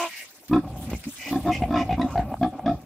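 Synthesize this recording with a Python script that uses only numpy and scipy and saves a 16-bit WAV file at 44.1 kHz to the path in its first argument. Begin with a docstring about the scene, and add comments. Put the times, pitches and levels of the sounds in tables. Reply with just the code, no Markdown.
"""A sow grunts among dry leaves in a wood, in a rapid run with one short break.
Each grunt is a slow train of throat pulses ringing in her throat and snout.
Between them she snorts, snuffles and wheezes: noise through resonances of the snout and nostrils.
A short higher harmonic cry, probably from a netted piglet, opens the scene.
Leaves rustle and twigs snap as shaped noise, and the wood returns a short scattered echo of the pigs."""
import sys
import numpy as np
from scipy import signal
from scipy.io import wavfile

SR = 44100
rng = np.random.default_rng(int(sys.argv[2]) if len(sys.argv) > 2 else 0)


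def generate_wav(sig):
    """Save sig (samples, or channels by samples) to the path in sys.argv[1] as 16-bit PCM at SR."""
    pcm = np.round(np.clip(np.atleast_2d(sig).T, -1, 1) * 32767).astype(np.int16)
    wavfile.write(sys.argv[1], SR, pcm)


N = 125685
T = np.arange(N) / SR


def from_db(db):
    """Logarithmic level: decibels to amplitude gain."""
    return 10 ** (np.asarray(db) / 20)


def rms_one(x):
    """Normalisation: scale to unit power."""
    return x / np.sqrt(np.mean(x ** 2) + 1e-20)


def at_hz(points, hz):
    """Spectral envelope: read a curve on a log-frequency axis."""
    point_hz, values = np.transpose(points)
    return np.interp(np.log(hz), np.log(point_hz), values)


def in_time(rows):
    """Time envelope: read each column of a curve at every sample."""
    seconds, *columns = np.transpose(rows)
    return [np.interp(T, seconds, column) for column in columns]


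def arch(u, crest=0.58):
    """Effort envelope: swell from 0 to 1 at the crest and back, as u runs from 0 to 1."""
    return np.sin(np.pi / 2 * np.interp(u, [0, np.clip(crest, .05, .95), 1], [0, 1, 0]))


def drift(rate_hz):
    """Random modulation: low-passed noise with spread 1, made at a fortieth of the sample rate."""
    r = np.exp(-80 * np.pi * rate_hz / SR)
    white = rng.standard_normal(N // 40 + 2002)
    slow = signal.lfilter([1], [1, -2 * r, r * r], white)[2000:]  # skip the filter's start
    return np.interp(np.arange(N) / 40, np.arange(len(slow)), rms_one(slow))


def resonate(x, hz, width):
    """Resonance: a two-pole band-pass applied twice, for steep skirts."""
    r = np.exp(-np.pi * width / SR)
    numerator = [(1 - r * r) / 2, 0, -(1 - r * r) / 2]
    section = numerator + [1, -2 * r * np.cos(2 * np.pi * hz / SR), r * r]
    return signal.sosfilt([section, section], x + 1e-18)


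def glide(x, hz, width):
    """Moving resonance: shift the centre to zero, low-pass there, and shift back."""
    turn = np.exp(2j * np.pi * np.cumsum(hz) / SR)
    r = np.exp(-np.pi * width / SR)
    return np.imag(turn * signal.lfilter([1], [1, -2 * r, r * r], x / turn))


def tract(x, rows, scale=1):
    """Formants: parallel resonances, with centres and widths scaled together."""
    return sum(from_db(db) * resonate(x, hz * scale, width * scale) for hz, width, db in rows)


def cut(x, hz, kind):
    """Filtering: second-order high- or low-pass."""
    return signal.sosfilt(signal.butter(2, hz, kind, fs=SR, output="sos"), x + 1e-18)


def add(out, x, start):
    """Superposition: mix x into out at a time."""
    i = max(int(start * SR), 0)
    out[..., i:i + x.shape[-1]] += x[..., :N - i]


def mix(layers, length):
    """Energy balance: sum (sound, dB) layers, each at its level over the length of the call."""
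    return sum(from_db(db) * rms_one(x) * np.sqrt(length * SR / len(x)) for x, db in layers)


# Likeness of left and right: hz, correlation
STEREO_LIKENESS = [(200, 0.87), (700, 0.87), (5000, -0.33), (14000, 0.23)]


def banded_noise(colour, patchy_db):
    """Diffuse noise: half-octave stereo bands, each with its own flicker and left-right correlation."""
    out, edges = 0, 30 * 2 ** np.arange(0, 9.6, .5)
    white = rng.standard_normal((2, 2, N))
    for k, (low, high) in enumerate(zip(edges, edges[1:])):
        band = signal.butter(2, [low, high], "band", fs=SR, output="sos")
        mid, side = signal.sosfilt(band, white[k % 2])
        hz = np.sqrt(low * high)
        alike = at_hz(STEREO_LIKENESS, hz)
        stereo = np.sqrt(1 + alike) * mid + np.sqrt(1 - alike) * side * [[1], [-1]]
        out = out + from_db(at_hz(colour, hz) + patchy_db * drift(12.4)) * stereo
    return rms_one(out)


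# Cry: time_s, mean_pitch_hz, level_db
CRY_CURVE = [(0, 334.3, -26), (.04, 340.7, -26.5), (.072, 334.5, -33), (.2, 300, -130)]
# Spectral envelope of its harmonics: hz, level_db
CRY_ENVELOPE = [(340, 2.5), (680, 9), (1020, 9.5), (1360, -4), (2750, -20), (4500, -59)]


def cry(jitter, rasp_db):
    """Harmonic series: 14 harmonics of a jittered pitch, with noise pulsing once per period."""
    hz, db = in_time(CRY_CURVE)
    phase = 2 * np.pi * np.cumsum(hz * (1 + jitter * drift(165))) / SR
    harmonics = (from_db(at_hz(CRY_ENVELOPE, k * hz)) * np.cos(k * phase) for k in range(1, 15))
    tone = rms_one(sum(harmonics))
    rasp = rms_one(resonate(rng.standard_normal(N), 2530, 770) * (1 + np.cos(phase)))
    return from_db(db) * (tone + from_db(rasp_db) * rasp)


# Leaf rustle: time_s, level_db
LEAF_LEVEL = [(0, -42), (.45, -53), (.66, -58.5), (.80, -46.5), (1.0, -47.5), (1.3, -39.5), (1.65, -53),
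              (2.2, -54.5), (2.85, -61)]
# Spectrum of leaves and twigs: hz, level_db
LEAF_SPECTRUM = [(200, -15.5), (3000, 2), (10000, -2), (14000, -2.5)]
# Twig snaps: start_s, level_db
TWIG_SNAPS = [(.482, -41), (.901, -38), (1.039, -41), (2.104, -52)]
# The net brushing through the undergrowth: start_s, length_s, level_db
NET_SWISH = (-0.12, 0.41, -38.5)
# Spectrum of the swish: hz, level_db
SWISH_SPECTRUM = [(500, -24), (2500, -2), (5500, 1.5), (15000, -12.5)]
LEAF_GRAINS_PER_S, LEAF_GRAIN_SHARE = 790, 0.3
SNAP_S = 0.011  # decay time of a twig


def undergrowth(grain_db, grain_s):
    """Granular friction: random decaying grains and snaps modulate leaf noise; the net swishes."""
    strengths = from_db(grain_db * np.minimum(rng.exponential(1, N), 5))
    grains = (rng.random(N) < LEAF_GRAINS_PER_S / SR) * strengths
    grains = rms_one(signal.lfilter([1], [1, -np.exp(-1 / (grain_s * SR))], grains))
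    texture = rms_one(1 - LEAF_GRAIN_SHARE + LEAF_GRAIN_SHARE * grains)
    level = from_db(in_time(LEAF_LEVEL)[0]) * texture
    for start, db in TWIG_SNAPS:
        level = level + from_db(db) * (T >= start) * np.exp(-np.abs(T - start) / SNAP_S)
    start, length, db = NET_SWISH
    swish = from_db(db) * arch((T - start) / length) * banded_noise(SWISH_SPECTRUM, patchy_db=6.0)
    return level * banded_noise(LEAF_SPECTRUM, patchy_db=4.5) + swish


# Spectrum of the still wood: hz, level_db
FLOOR_SPECTRUM = [(130, -25), (270, -0.5), (2400, -9.5), (8000, -40)]


def still_wood():
    """Ambient noise: a faint, patchy, mostly low background."""
    return from_db(-56.5) * banded_noise(FLOOR_SPECTRUM, patchy_db=10.0)


WOOD_T60_S = 0.32
WOOD_TREBLE_DB, WOOD_BASS_DB, WOOD_EDGE_HZ = -0.5, -15.5, 1970


def wood(x, early_s, early_db):
    """Scattering: ground and trunks return the sound, the treble most, differently to each side."""
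    t = T[:SR // 2]
    decay = from_db(-60 * t / WOOD_T60_S) + from_db(early_db) * np.exp(-t / early_s)
    tail = rng.standard_normal((2, len(t))) * decay * (t > .001)
    tail /= np.sqrt(np.sum(tail ** 2, axis=1, keepdims=True))
    treble = from_db(WOOD_TREBLE_DB) * cut(x, WOOD_EDGE_HZ, "high")
    sent = treble + from_db(WOOD_BASS_DB) * cut(x, 282, "high")
    return signal.fftconvolve(sent[None], tail, axes=1)[:, :N]


# Nasal wheezes: start_s, length_s, level_db, pitch_hz
NASAL_WHEEZES = [(0.059, 0.2, -39.5, 2155), (1.166, 0.16, -38, 2295), (1.496, 0.09, -33.5, 2427),
                 (1.748, 0.091, -35.5, 2280), (2.05, .11, -41.5, 1070)]
# Resonances of the nostrils: multiple_of_pitch, width_as_share_of_pitch, level_db
NOSTRIL_RESONANCES = [(0.884, 0.05, 18), (1.029, 0.19, 14), (1.24, 0.091, 9.5), (2.2, 1, -5)]
FLUTTER_HZ = 120.2


def wheezes(flutter_db):
    """Turbulence: air hisses through narrowed nostrils, which flutter as it passes."""
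    flutter = np.sin(2 * np.pi * FLUTTER_HZ * T + drift(15))
    air = rng.standard_normal(N) * from_db(flutter_db * flutter)
    out = np.zeros(N)
    for start, length, db, hz in NASAL_WHEEZES:
        hiss = rms_one(tract(air, NOSTRIL_RESONANCES, hz))
        out += from_db(db) * arch((T - start) / length) * hiss
    return out


# Snuffling air: time_s, level_db
SNUFFLE_LEVEL = [(.46, -62.5), (.56, -39.5), (.88, -40), (1.10, -75), (1.28, -37.5), (2.12, -37.5),
                 (2.265, -39.5), (2.285, -32), (2.33, -32.5), (2.37, -54.5), (2.522, -48), (2.536, -35),
                 (2.74, -39.5), (2.81, -52.5)]
# Resonances of the snuffling snout: hz, width_hz (of one pass), level_db
SNUFFLE_RESONANCES = [(270, 76, 11.5), (587, 166, 5), (746, 68.5, 10.5), (1078, 170, -3),
                      (2380, 400, -19.5)]
# Low rumble: time_s, level_db
RUMBLE_LEVEL = [(.47, -72.5), (.52, -36), (.96, -34.5), (1.04, -55), (1.3, -57), (1.42, -32.5),
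                (2.48, -38.5), (2.55, -51), (2.74, -29.5), (2.8, -49.5)]
# Spectrum of the rumble: hz, level_db
RUMBLE_SPECTRUM = [(25, -40), (62, 7), (250, 0), (450, -55)]


def snuffle(flutter_db):
    """Modulated turbulence: fluttering air excites the snout, with a low rumble under it."""
    fluttering = rng.standard_normal(N) * from_db(flutter_db * drift(50))
    air = rms_one(tract(fluttering, SNUFFLE_RESONANCES))
    rumble = banded_noise(RUMBLE_SPECTRUM, patchy_db=1.5)[0]
    return air * from_db(in_time(SNUFFLE_LEVEL)[0]) + rumble * from_db(in_time(RUMBLE_LEVEL)[0])


JITTER_S, SHIMMER_DB = .0005, 1.4  # spread of pulse times and strengths
LEAD_S = 0.0011  # effort begins before the first pulse


def pulses(rate):
    """Jitter and shimmer: uneven times and strengths of a pulse train, and its regular beat."""
    beat = np.arange(16) / rate
    times = np.abs(beat + JITTER_S * rng.standard_normal(len(beat)))
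    strengths = from_db(SHIMMER_DB * rng.standard_normal(len(beat)))
    return times, strengths, beat + LEAD_S


PUFF_S = 0.007  # decay time


def drive(times, strengths, size, rough):
    """Source excitation: each pulse is a click and a dying puff of air; rough weighs the puffs."""
    clicks = np.zeros(size)
    clicks[np.clip(times * SR, 0, size - 1).astype(int)] = strengths
    puffs = signal.lfilter([1], [1, -np.exp(-1 / (PUFF_S * SR))], clicks) * rng.standard_normal(size)
    return rms_one(clicks) + rough * rms_one(puffs)


# Grunts: start_s, length_s, pulses_per_s, crest_as_share_of_length, throat_hz, throat_rise_as_share,
# throat_db, snout_hz, snout_db, mouth_hz, mouth_db, palate_db, rasp_db
# (open-mouth frequencies; levels before the nasal notch)
GRUNT_CALLS = [ (0.4962, 0.1, 64, 0.36, 300, -0.064, -17.5, 740, -34, 1044, -33.5, -35.5, -49),
               (1.055, 0.03, 77, 0.67, 269, 0.0072, -31, 594, -53.5, 1010, -76, -83, -82),
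               (1.296, 0.1, 66, 0.4, 289.5, -0.11, -24.5, 753, -34.5, 1065, -42.5, -54, -48),
               (1.4382, 0.09, 93, 0.45, 322, -0.05, -24, 726, -25.5, 1054, -36.5, -43, -46.5),
               (1.673, 0.16, 60, 0.6, 272.4, 0.014, -26, 691, -28.5, 1049, -34, -38.5, -43),
               (1.9626, 0.108, 62, 0.33, 269, -0.047, -25, 711, -32.5, 1035, -36.5, -50, -51),
               (2.396, 0.088, 62, 0.44, 270, 0.18, -24.5, 740, -25, 1162, -42.5, -47, -50),
               (2.643, 0.1, 59, 0.14, 269, 0.13, -27, 703, -25.5, 1246, -50, -40, -47)]
# Rasp resonances: multiple_of_rasp_pitch, width_as_share_of_that_pitch, level_db
RASP_RESONANCES = [(1.001, 0.092, 19.5), (1.331, 0.24, 7), (2.018, 0.18, 11), (2.6, 0.74, -2)]
THROAT_WIDTH_HZ, SNOUT_WIDTH_HZ, MOUTH_WIDTH_HZ = 74, 60, 68
CHEST_HZ, CHEST_WIDTH_HZ, CHEST_DB = 58.6, 26, -25  # level relative to the throat
NECK_HZ, NECK_WIDTH_HZ, NECK_DB = 215, 143, -8  # dull thud of each pulse, relative to the throat
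PALATE_HZ, RASP_HZ = 1304, 1760
NOSE_NOTCH_HZ, NOSE_NOTCH_Q = 424, 5.3  # the nasal passage swallows this band
OPENING_SHARE, OPENING_S = 0.26, 0.016  # the resonances start low and rise as the mouth opens


def grunts():
    """Source and filter: even throat pulses drive resonances; the higher ones swell to the crest."""
    out, size = np.zeros(N), SR // 3
    opening = 1 - OPENING_SHARE * np.exp(-T[:size] / OPENING_S)
    for (start, length, rate, crest, throat_hz, rise, throat_db, snout_hz, snout_db,
         mouth_hz, mouth_db, palate_db, rasp_db) in GRUNT_CALLS:
        times, shimmer, beat = pulses(rate)
        effort = arch(beat / length, crest)
        low = drive(times, shimmer * effort ** 0.59, size, rough=0.24)
        middle = drive(times, shimmer * effort ** 1.18, size, rough=0.69)
        high = drive(times, shimmer * effort ** 2.03, size, rough=1.0)
        breath = drive(times, shimmer * effort ** 2, size, rough=2.3)
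        bend = 1 + rise * (np.minimum(T[:size] / length, 1) - .5)
        layers = [
            (glide(low, throat_hz * opening * bend, THROAT_WIDTH_HZ), throat_db),
            (glide(low, NECK_HZ * opening, NECK_WIDTH_HZ), throat_db + NECK_DB),
            (resonate(low, CHEST_HZ, CHEST_WIDTH_HZ), throat_db + CHEST_DB),
            (glide(middle, snout_hz * opening, SNOUT_WIDTH_HZ), snout_db),
            (glide(high, mouth_hz * opening, MOUTH_WIDTH_HZ), mouth_db),
            (glide(high, PALATE_HZ * opening, MOUTH_WIDTH_HZ), palate_db),
            (tract(breath, RASP_RESONANCES, RASP_HZ), rasp_db)]
        add(out, mix(layers, length), start)
    return signal.lfilter(*signal.iirnotch(NOSE_NOTCH_HZ, NOSE_NOTCH_Q, fs=SR), out)


# Wet crackles: start_s, level_db, pitch_hz
WET_CRACKLES = [(0.533, -26.5, 1266), (2.015, -29, 1910), (2.177, -35.5, 1500), (2.431, -31, 1653),
                (2.662, -36.5, 1650)]
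CRACKLE_S = 0.0027  # decay time


def crackles():
    """Impulsive noise: saliva bursts as a quickly dying spray through the rasp resonances."""
    out, t = np.zeros(N), T[:SR // 20]
    for start, db, hz in WET_CRACKLES:
        spray = rng.standard_normal(len(t)) * np.exp(-t / CRACKLE_S)
        add(out, mix([(tract(spray, RASP_RESONANCES, hz), db)], CRACKLE_S), start)
    return out


# Snorts: start_s, length_s, flaps_per_s, snout_crest_as_share_of_length,
# thump_crest_as_share_of_length, snout_hz, snout_db, thump_db, air_hz, air_db
SNORT_CALLS = [ (0.9, 0.062, 60.56, 0.27, 0.44, 813, -53, -32.5, 2270, -47.5),
               (1.607, 0.03, 71.03, 1, 1, 730, -24, -26.5, 2170, -41),
               (1.875, 0.085, 59.57, 0.15, 0.59, 747, -26.5, -31, 2310, -43.5),
               (2.139, 0.091, 55.6, 0.24, 0.36, 717.5, -24.5, -31, 1480, -46)]
SNORT_WIDTH_HZ, THUMP_HZ, AIR_WIDTH_HZ = 74, 265, 990  # THUMP_HZ is the upper edge of the thump


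def snorts():
    """Flow interruption: soft-palate flaps ring the snout, thump the chest and rasp the air."""
    out, size = np.zeros(N), SR // 3
    for (start, length, rate, snout_crest, thump_crest, snout_hz, snout_db,
         thump_db, air_hz, air_db) in SNORT_CALLS:
        times, shimmer, beat = pulses(rate)
        push = shimmer * arch(beat / length, thump_crest) ** 2
        snout = drive(times, shimmer * arch(beat / length, snout_crest), size, rough=0.71)
        thump = drive(times, push, size, rough=0.57)
        air = drive(times, np.sqrt(push), size, rough=13)
        layers = [
            (resonate(snout, snout_hz, SNORT_WIDTH_HZ), snout_db),
            (resonate(thump, CHEST_HZ, CHEST_WIDTH_HZ), thump_db),
            (cut(cut(-thump, THUMP_HZ, "low"), CHEST_HZ, "high"), thump_db),
            (resonate(air, air_hz, AIR_WIDTH_HZ), air_db)]
        add(out, mix(layers, length), start)
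    return out


# Smacks of the tongue: start_s, peak_level_db
TONGUE_SMACKS = [(2.341, -18.5), (2.594, -22.5)]
# Resonances of the smacking mouth: hz, width_hz (of one pass), level_db
SMACK_RESONANCES = [(300, 64, -4), (716, 257, 11)]


def smacks():
    """Impulse response: single wet clicks ring the mouth."""
    out = np.zeros(N)
    ring = tract(signal.unit_impulse(SR // 10), SMACK_RESONANCES)
    for start, db in TONGUE_SMACKS:
        add(out, from_db(db) * ring / np.abs(ring).max(), start)
    return out


def scene():
    """Superposition: the pigs and their echo, the undergrowth and the still wood."""
    breath = wheezes(flutter_db=5.5) + snuffle(flutter_db=3.5)
    sow = breath + grunts() + crackles() + snorts() + smacks()
    pigs = sow + cry(jitter=0.033, rasp_db=-11)
    echo = wood(pigs, early_s=0.0088, early_db=10.5)
    return pigs + echo + undergrowth(grain_db=0.5, grain_s=0.0026) + still_wood()


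def record(dry):
    """Band limiting: a steep elliptic low-pass at 15500 Hz removes the top."""
    return signal.sosfilt(signal.ellip(10, .1, 80, 15500, fs=SR, output="sos"), dry)


dry = scene()
out = record(dry)
generate_wav(out)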